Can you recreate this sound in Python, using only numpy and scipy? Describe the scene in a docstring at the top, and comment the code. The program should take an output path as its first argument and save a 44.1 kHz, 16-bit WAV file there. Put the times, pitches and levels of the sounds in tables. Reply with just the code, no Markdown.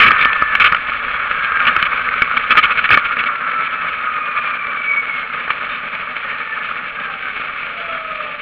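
"""On a street, riding a hollow-bodied gravity cart as it coasts and slows down.
Asphalt grit drums the wheels and sets the shell roaring; the bodywork knocks and rattles, hardest
on the fast first stretch. The running gear whines, falling with the speed, wind rumbles underneath,
and a limiter flattens the hardest blows."""
import sys
import numpy as np
from scipy import signal
from scipy.fft import rfft, irfft
from scipy.io import wavfile
from scipy.ndimage import uniform_filter1d, minimum_filter1d

SR = 44100
rng = np.random.default_rng(int(sys.argv[2]) if len(sys.argv) > 2 else 0)


def materialize(psi):
    """Save the field psi as 16-bit PCM at rate SR to the path in sys.argv[1].

    A 1-D psi becomes a single channel; in a 2-D psi each row is a channel.
    """
    bounded = np.clip(np.atleast_2d(psi).T, -1, 1)
    quanta = np.round(bounded * 32767).astype(np.int16)
    wavfile.write(sys.argv[1], SR, quanta)


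N = 370881
TIME = np.arange(N) / SR
START_HZ, CYCLES_PER_TURN = 1806, 97.5   # the gear's opening pitch; its cycles in one wheel turn

# the road, rough at first and then smoother: t/s, shell roar/dB, fine grit/dB
ROAD_LEVELS = [(0.0, -15, -12), (0.09, -15, -22.5), (0.26, -16, -25), (0.51, -18.5, -23.5),
               (0.98, -22.5, -26), (1.61, -17.5, -25), (2.44, -20.5, -25.5), (2.74, -20.5, -25),
               (3.3, -20.5, -28.5), (3.89, -21.5, -28), (4.22, -23.5, -28.5), (4.45, -21.5, -27.5),
               (4.66, -24.5, -30.5), (5.06, -24, -29), (5.34, -25, -28.5), (7.12, -26, -29),
               (7.38, -25.5, -27), (8.41, -29.5, -29.5)]
# ring of the shell: f/Hz, width/Hz, level/dB
SHELL_RESONANCES = [(1156.5, 59, 2), (1257.5, 76, 7), (1423, 138, 4), (1702, 220, 0.5), (2251, 143, 1),
                    (2545, 220, -6.5), (3033, 210, -13.5), (3348, 80, -17), (3604, 83, -19),
                    (4084, 170, -25.5), (5020, 750, -28.5)]
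# low ring of frame and cavity: f/Hz, width/Hz, level/dB
FRAME_RESONANCES = [(173, 47, -3.5), (245.7, 24, 0), (320, 20, -10), (462.4, 41, -1.5), (586.4, 93, 0.5),
                    (766, 35, -7), (863, 37, -0.5), (1000, 230, -25.5)]


def from_db(db):
    """Decibels to gain."""
    return 10 ** (np.asarray(db) / 20)


def unit_rms(x):
    """Scale to unit rms."""
    return x / np.sqrt(np.mean(x ** 2) + 1e-20)


def curves(rows):
    """Each column of a breakpoint table at every sample."""
    times, *columns = np.transpose(rows)
    return [np.interp(TIME, times, column) for column in columns]


def drift(rate, hop=40):
    """Smooth, bounded random modulation with spread about 1, moving about rate times a second."""
    pole = np.exp(-2 * np.pi * hop * rate / SR)
    noise = rng.standard_normal(N // hop + 2002)
    slow = signal.lfilter([1], [1, -2 * pole, pole * pole], noise)[2000:]
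    bounded = 2.3 * np.tanh(unit_rms(slow) / 2)
    return np.interp(np.arange(N) / hop, np.arange(len(bounded)), bounded)


def response(gain, size=4096):
    """Minimum-phase impulse response with unit energy for a gain given as a function of Hz."""
    hz = np.maximum(np.arange(size // 2 + 1) * SR / size, 1)
    cepstrum = irfft(np.log(gain(hz) + 1e-7))
    cepstrum[1:size // 2] *= 2
    cepstrum[size // 2 + 1:] = 0
    impulse = irfft(np.exp(rfft(cepstrum)))[:size // 2]
    return impulse / np.sqrt(np.sum(impulse ** 2))


def resonances(modes, hz, damping_hz=4300):
    """Gain of a set of broad resonances; damping swallows the top."""
    power = sum(from_db(db) ** 2 / (1 + ((hz - centre) / width) ** 2) ** 2 for centre, width, db in modes)
    return np.sqrt(power / (1 + (hz / damping_hz) ** 24))


def treble_share(hz, crossover_hz=2259):
    """Rises from 0 to 1 into the range where the shell answers to fine grit and hard contacts."""
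    return 1 / (1 + (crossover_hz / hz) ** 10)


def excite(force, gain):
    """Play a force through a body with the given gain curve."""
    return signal.oaconvolve(force, response(gain))[:N]


def add(out, at_s, sound):
    """Mix a sound in at a given time."""
    start = max(round(at_s * SR), 0)
    out[start:start + len(sound)] += sound[:N - start]


def gear_hz(sag_hz_per_s=126.1, sag_growth_hz_per_s2=4.67):
    """Pitch of the running gear: it sags with the cart's speed, a little faster as time goes on."""
    return START_HZ - sag_hz_per_s * TIME - sag_growth_hz_per_s2 * TIME ** 2 / 2


def wheel_turns():
    """Turns that the wheels have made so far."""
    return np.cumsum(gear_hz()) / SR / CYCLES_PER_TURN


def grit(per_s, spread_db, flutter_db):
    """Stones meeting the tyres: random small impacts whose strength flutters with wheel load."""
    sizes = from_db(spread_db * np.minimum(rng.exponential(1, N), 4.5)) * rng.choice([-1, 1], N)
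    hits = rng.random(N) < per_s / SR
    return unit_rms(sizes * hits * from_db(flutter_db * drift(31)))


def rolling(bounce_db=1.6, wobble_db=0.5):
    """Coarse stones drum the shell and frame; fine grit drives the upper ring and an airy tyre hiss."""
    # bands of the tyre hiss: f/Hz, width/Hz, level/dB
    hiss_bands = [(7040, 270, 4), (10300, 1600, -8.5)]
    roar_db, grit_db = curves(ROAD_LEVELS)
    rumble_db = -39.5 + 0.25 * (roar_db - roar_db.mean())
    speed = gear_hz() / START_HZ
    hiss_gain = from_db(-62) * speed ** 7.5 + from_db(grit_db - 49.5)   # dies to a trace as the cart slows
    wheel_load = from_db(bounce_db * drift(24) + wobble_db * np.sin(2 * np.pi * wheel_turns()))
    stones = grit(per_s=3500, spread_db=2.5, flutter_db=1.5)
    sand = grit(per_s=4500, spread_db=2.5, flutter_db=1.57)
    bumps = grit(per_s=3000, spread_db=1.5, flutter_db=1.0)
    roar = excite(stones, lambda hz: resonances(SHELL_RESONANCES, hz) * np.sqrt(1 - treble_share(hz)))
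    sizzle = excite(sand, lambda hz: resonances(SHELL_RESONANCES, hz) * np.sqrt(treble_share(hz)))
    rumble = excite(bumps, lambda hz: resonances(FRAME_RESONANCES, hz))
    hiss = excite(sand, lambda hz: resonances(hiss_bands, hz, damping_hz=15000))
    shell = from_db(roar_db - 0.5) * roar + from_db(grit_db + 0.5) * sizzle
    return wheel_load * (shell + from_db(rumble_db) * rumble + hiss_gain * hiss)


def wind(gust_db=1.5):
    """The air stream flutters on the microphone and makes the hollow body boom."""
    # buffeting by the air stream: t/s, deep flutter/dB, boom/dB
    buffeting = [(0.0, -49, -47), (1.19, -55, -48.5), (2.86, -53.5, -51), (3.42, -61.5, -61),
                 (3.93, -59, -56), (4.26, -64, -61), (8.06, -57, -62.5), (8.41, -66, -65)]
    flutter_db, boom_db = curves(buffeting)
    flutter = excite(rng.standard_normal(N), lambda hz: resonances([(30, 23, 0)], hz))
    boom = excite(rng.standard_normal(N), lambda hz: resonances([(67, 32, -1), (92, 24, -6.5)], hz))
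    return flutter * from_db(flutter_db + 4.5 + gust_db * drift(8)) + boom * from_db(boom_db + 1.5)


def shaken_tone(phase, roughness, flutter_db):
    """A partial whose strength flutters, with a narrow skirt of noise from road vibration."""
    skirt = drift(55) * np.sin(phase) + drift(42) * np.cos(phase)
    flutter = from_db(flutter_db * drift(28))
    return unit_rms((np.sin(phase) + roughness * skirt) * flutter)


def gear_whine(level_db=2.0, throb_db=2.6):
    """A falling whine that throbs with each turn; harmonics swell as they cross the axle's resonances."""
    # partials of the whine: multiple, level/dB, roughness/0-1, flutter/dB
    harmonics = [(1, .3, .35, 2), (2, -6.5, .55, 2.6), (5, -6, .5, 1.5)]
    # ring of the axle mount: f/Hz, width/Hz, level/dB
    axle_modes = [(615, 20, -37), (663.4, 14, -36.5), (784, 18, -44), (884, 28, -47), (1243.6, 42, -22.5),
                  (1331, 18, -22.5), (1397, 31, -28), (1535, 22, -27), (1605, 25, -24), (1758, 26, -21),
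                  (1837, 28, -25), (2190, 20, -16), (2258, 30, -14), (2380, 81, -21), (2540, 73, -32),
                  (3300, 65, -37)]
    pitch, wheel_angle = gear_hz(), 2 * np.pi * wheel_turns()
    throb = unit_rms(from_db(throb_db * np.sin(wheel_angle + 1.4 * drift(8.9))))
    whine = np.zeros(N)
    for multiple, db, roughness, flutter_db in harmonics:
        tone = shaken_tone(multiple * CYCLES_PER_TURN * wheel_angle, roughness, flutter_db)
        whine += from_db(level_db + db) * resonances(axle_modes, multiple * pitch) * tone
    return throb * whine


def low_thuds(cutoff_hz=340, size=8000):
    """Dull low thuds under the hard knocks and rattles."""
    # bursts of low noise: t/s, length/s, level/dB
    thuds = [(0, 0.13, -28), (1.765, 0.015, -28.5), (2.218, 0.0084, -28), (2.901, 0.066, -25.5),
             (5.48, 0.033, -49)]
    out, t = np.zeros(N), TIME[:size]
    low_band = response(lambda hz: hz / (hz + 30) / (1 + (hz / cutoff_hz) ** 3))
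    for at_s, length, db in thuds:
        burst = rng.standard_normal(size) * np.exp(-(t / length) ** 4)
        add(out, at_s, from_db(db) * signal.fftconvolve(burst, low_band))
    return out


def struck_body(bright_db, panel_db, panel_hz=2550, panel_octaves=0.89, uneven_db=2.0):
    """Ring of shell and frame: each spot favours other resonances, a hard contact the upper ones."""
    modes = [(hz, 0.83 * width, db + uneven_db * rng.standard_normal())
             for hz, width, db in SHELL_RESONANCES]

    def gain(hz):
        """A loose panel adds its own broad ring to the shell's, over the frame and a low thump."""
        panel = np.exp(-(np.log2(hz / panel_hz) / panel_octaves) ** 2)
        shell = resonances(modes, hz) * from_db(bright_db * treble_share(hz) + panel_db * panel)
        frame = from_db(-16) * resonances(FRAME_RESONANCES, hz)
        thump = from_db(-17) / (1 + (hz / 220) ** 2)
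        return shell + frame + thump
    return response(gain)


def rattles(tail_s=0.0046, spread_db=2.5, size=5000):
    """Panels buzz against each other in a dense run of contacts, then settle."""
    # loose panels chattering after a bump: t/s, length/s, level/dB
    chatter = [(.001, 0.042, 8), (.062, 0.025, -5.5), (.181, 0.022, -17), (.207, 0.024, -10.5),
               (.599, 0.029, -6.5), (.642, 0.036, -6.5), (1.43, .025, -19), (1.667, 0.018, -8.5),
               (1.787, 0.015, -18.5), (1.852, 0.016, -15), (2.368, 0.0084, -9.5), (2.629, 0.011, -9.5),
               (2.938, 0.01, -4), (3.631, 0.048, -23), (4.83, 0.035, -25), (5.16, .06, -25.5),
               (5.502, 0.016, -16.5), (5.69, 0.076, -23.5), (7.56, 0.094, -26)]
    out, t = np.zeros(N), TIME[:size]
    rows = chatter + wheel_buzzes()
    bodies = [struck_body(bright_db=9.5, panel_db=5.0) for _ in rows]
    for (at_s, length, db), body in zip(rows, bodies):
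        contacts = rng.standard_normal(size) * from_db(spread_db * rng.standard_normal(size))
        envelope = np.exp(-np.maximum(t - length, 0) / tail_s - 0.14 * t / length)
        buzz = signal.fftconvolve(contacts * envelope, body)
        burst = buzz[TIME[:len(buzz)] < length + 0.001]
        add(out, at_s, from_db(db) * buzz / np.std(burst))
    return out


def knocks(contact_s=0.0038, tail_s=0.025, tail_db=-22, size=2600):
    """A brief crunching contact, then a weak shiver of the panels; the level is set on the attack."""
    # hard single knocks of the bodywork: t/s, level/dB, brightness/dB
    hard_knocks = [(.107, -1, -10), (.116, -2.5, -2), (.248, -7, 12.5), (.254, -5, -18), (.330, -12, 12),
                   (.422, -5, -28), (.552, 0, 6.5), (.722, -7, -3), (.731, -7.5, -20), (.746, -7.5, -5),
                   (.894, -16, -11), (1.311, -11.5, -7), (1.519, -12, -1), (1.571, -12, -4),
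                   (1.602, -9.5, 1), (1.652, -12.5, 4.5), (1.764, -4, 2.5), (1.826, -5, 7),
                   (2.088, -11.5, -7), (2.220, 5, -5.5), (2.553, -10, -7), (2.891, -10, 3), (2.905, 4, -2),
                   (2.932, 6, -6.5), (2.973, 0.5, -11), (3.168, -12, -5), (3.238, -13, 4), (3.516, -17, -3),
                   (4.668, -20, -1.5), (5.477, -16.5, -16), (5.503, -9, -3), (5.950, -17, 6),
                   (6.166, -15, 4), (7.137, -20, -3)]
    out, t = np.zeros(N), TIME[:size]
    rows = hard_knocks + light_knocks()
    envelope = np.exp(-(t / contact_s) ** 4) + from_db(tail_db) * np.exp(-t / tail_s)
    forces = rng.standard_normal((len(rows), size)) * envelope
    for (at_s, db, bright_db), force in zip(rows, forces):
        blow = signal.fftconvolve(force, struck_body(bright_db + 6, panel_db=2.5))
        attack = blow[TIME[:len(blow)] < 0.0045]
        add(out, at_s, from_db(db) * blow / np.std(attack))
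    return out


def light_knocks(count=24, spread_db=2.5, bright_db=-2):
    """Small bumps at random, stronger on rough road: rows of t/s, level/dB, brightness/dB."""
    when, strength = rng.random((count, 2)).T
    times = when * N / SR
    roar_db, _ = curves(ROAD_LEVELS)
    levels = np.interp(times, TIME, roar_db) + spread_db * (2 * strength - 1)
    return [(at_s, db, bright_db) for at_s, db in zip(times, levels)]


def wheel_buzzes(start_s=2.505, length_s=0.02):
    """For a while one buzz per wheel turn, spreading as the cart slows: rows of t/s, length/s, level/dB."""
    # panel buzz, turn by turn: level/dB
    levels = [-6, 1.5, -10, -13.5, -12.5, -11.5, -7, -18.5, -16.5, -23, -14.5, -16]
    turns = wheel_turns()
    first_turn = np.interp(start_s, TIME, turns)
    return [(np.interp(first_turn + k, turns, TIME), length_s, db) for k, db in enumerate(levels)]


def scene():
    """The bed of the ride and the hits on top of it, heard in mono from the cart."""
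    ride = rolling() + wind() + gear_whine()
    hits = knocks() + rattles() + low_thuds()
    return (ride + hits)[None]


def limiter(x, ceiling=1.277, release_db_per_s=1500, size=61):
    """The gain ducks just ahead of a peak and recovers quickly."""
    over_db = 20 * np.log10(np.maximum(np.abs(x) / ceiling, 1))
    release_db = release_db_per_s * TIME
    held_db = np.maximum.accumulate(over_db + release_db, axis=-1) - release_db
    lookahead_db = -minimum_filter1d(-held_db, size // 2)
    duck_db = uniform_filter1d(uniform_filter1d(lookahead_db, size), size)
    return x * from_db(-duck_db)


def overload(x, hardness=11):
    """Peaks that slip past the limiter are flattened and crunch."""
    return x / (1 + np.abs(x) ** hardness) ** (1 / hardness)


def record(dry, top_cut_hz=15850):
    """Limiter and overload, faint hiss and a thin high whistle, dips in the treble and a steep top cut."""
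    whistle = sum(shaken_tone(2 * np.pi * hz * TIME, roughness=0.4, flutter_db=1.5)
                  for hz in (14574, 14665))
    hiss = rng.standard_normal(dry.shape)
    wet = overload(limiter(dry)) + from_db(-78) * hiss + from_db(-90) * whistle
    for notch_hz, q in [(6000, 3.4), (8000, 0.85)]:
        wet = signal.lfilter(*signal.iirnotch(notch_hz, q, fs=SR), wet)
    return signal.sosfilt(signal.ellip(10, 0.1, 80, top_cut_hz, fs=SR, output="sos"), wet)


dry = scene()
out = record(dry)
materialize(out)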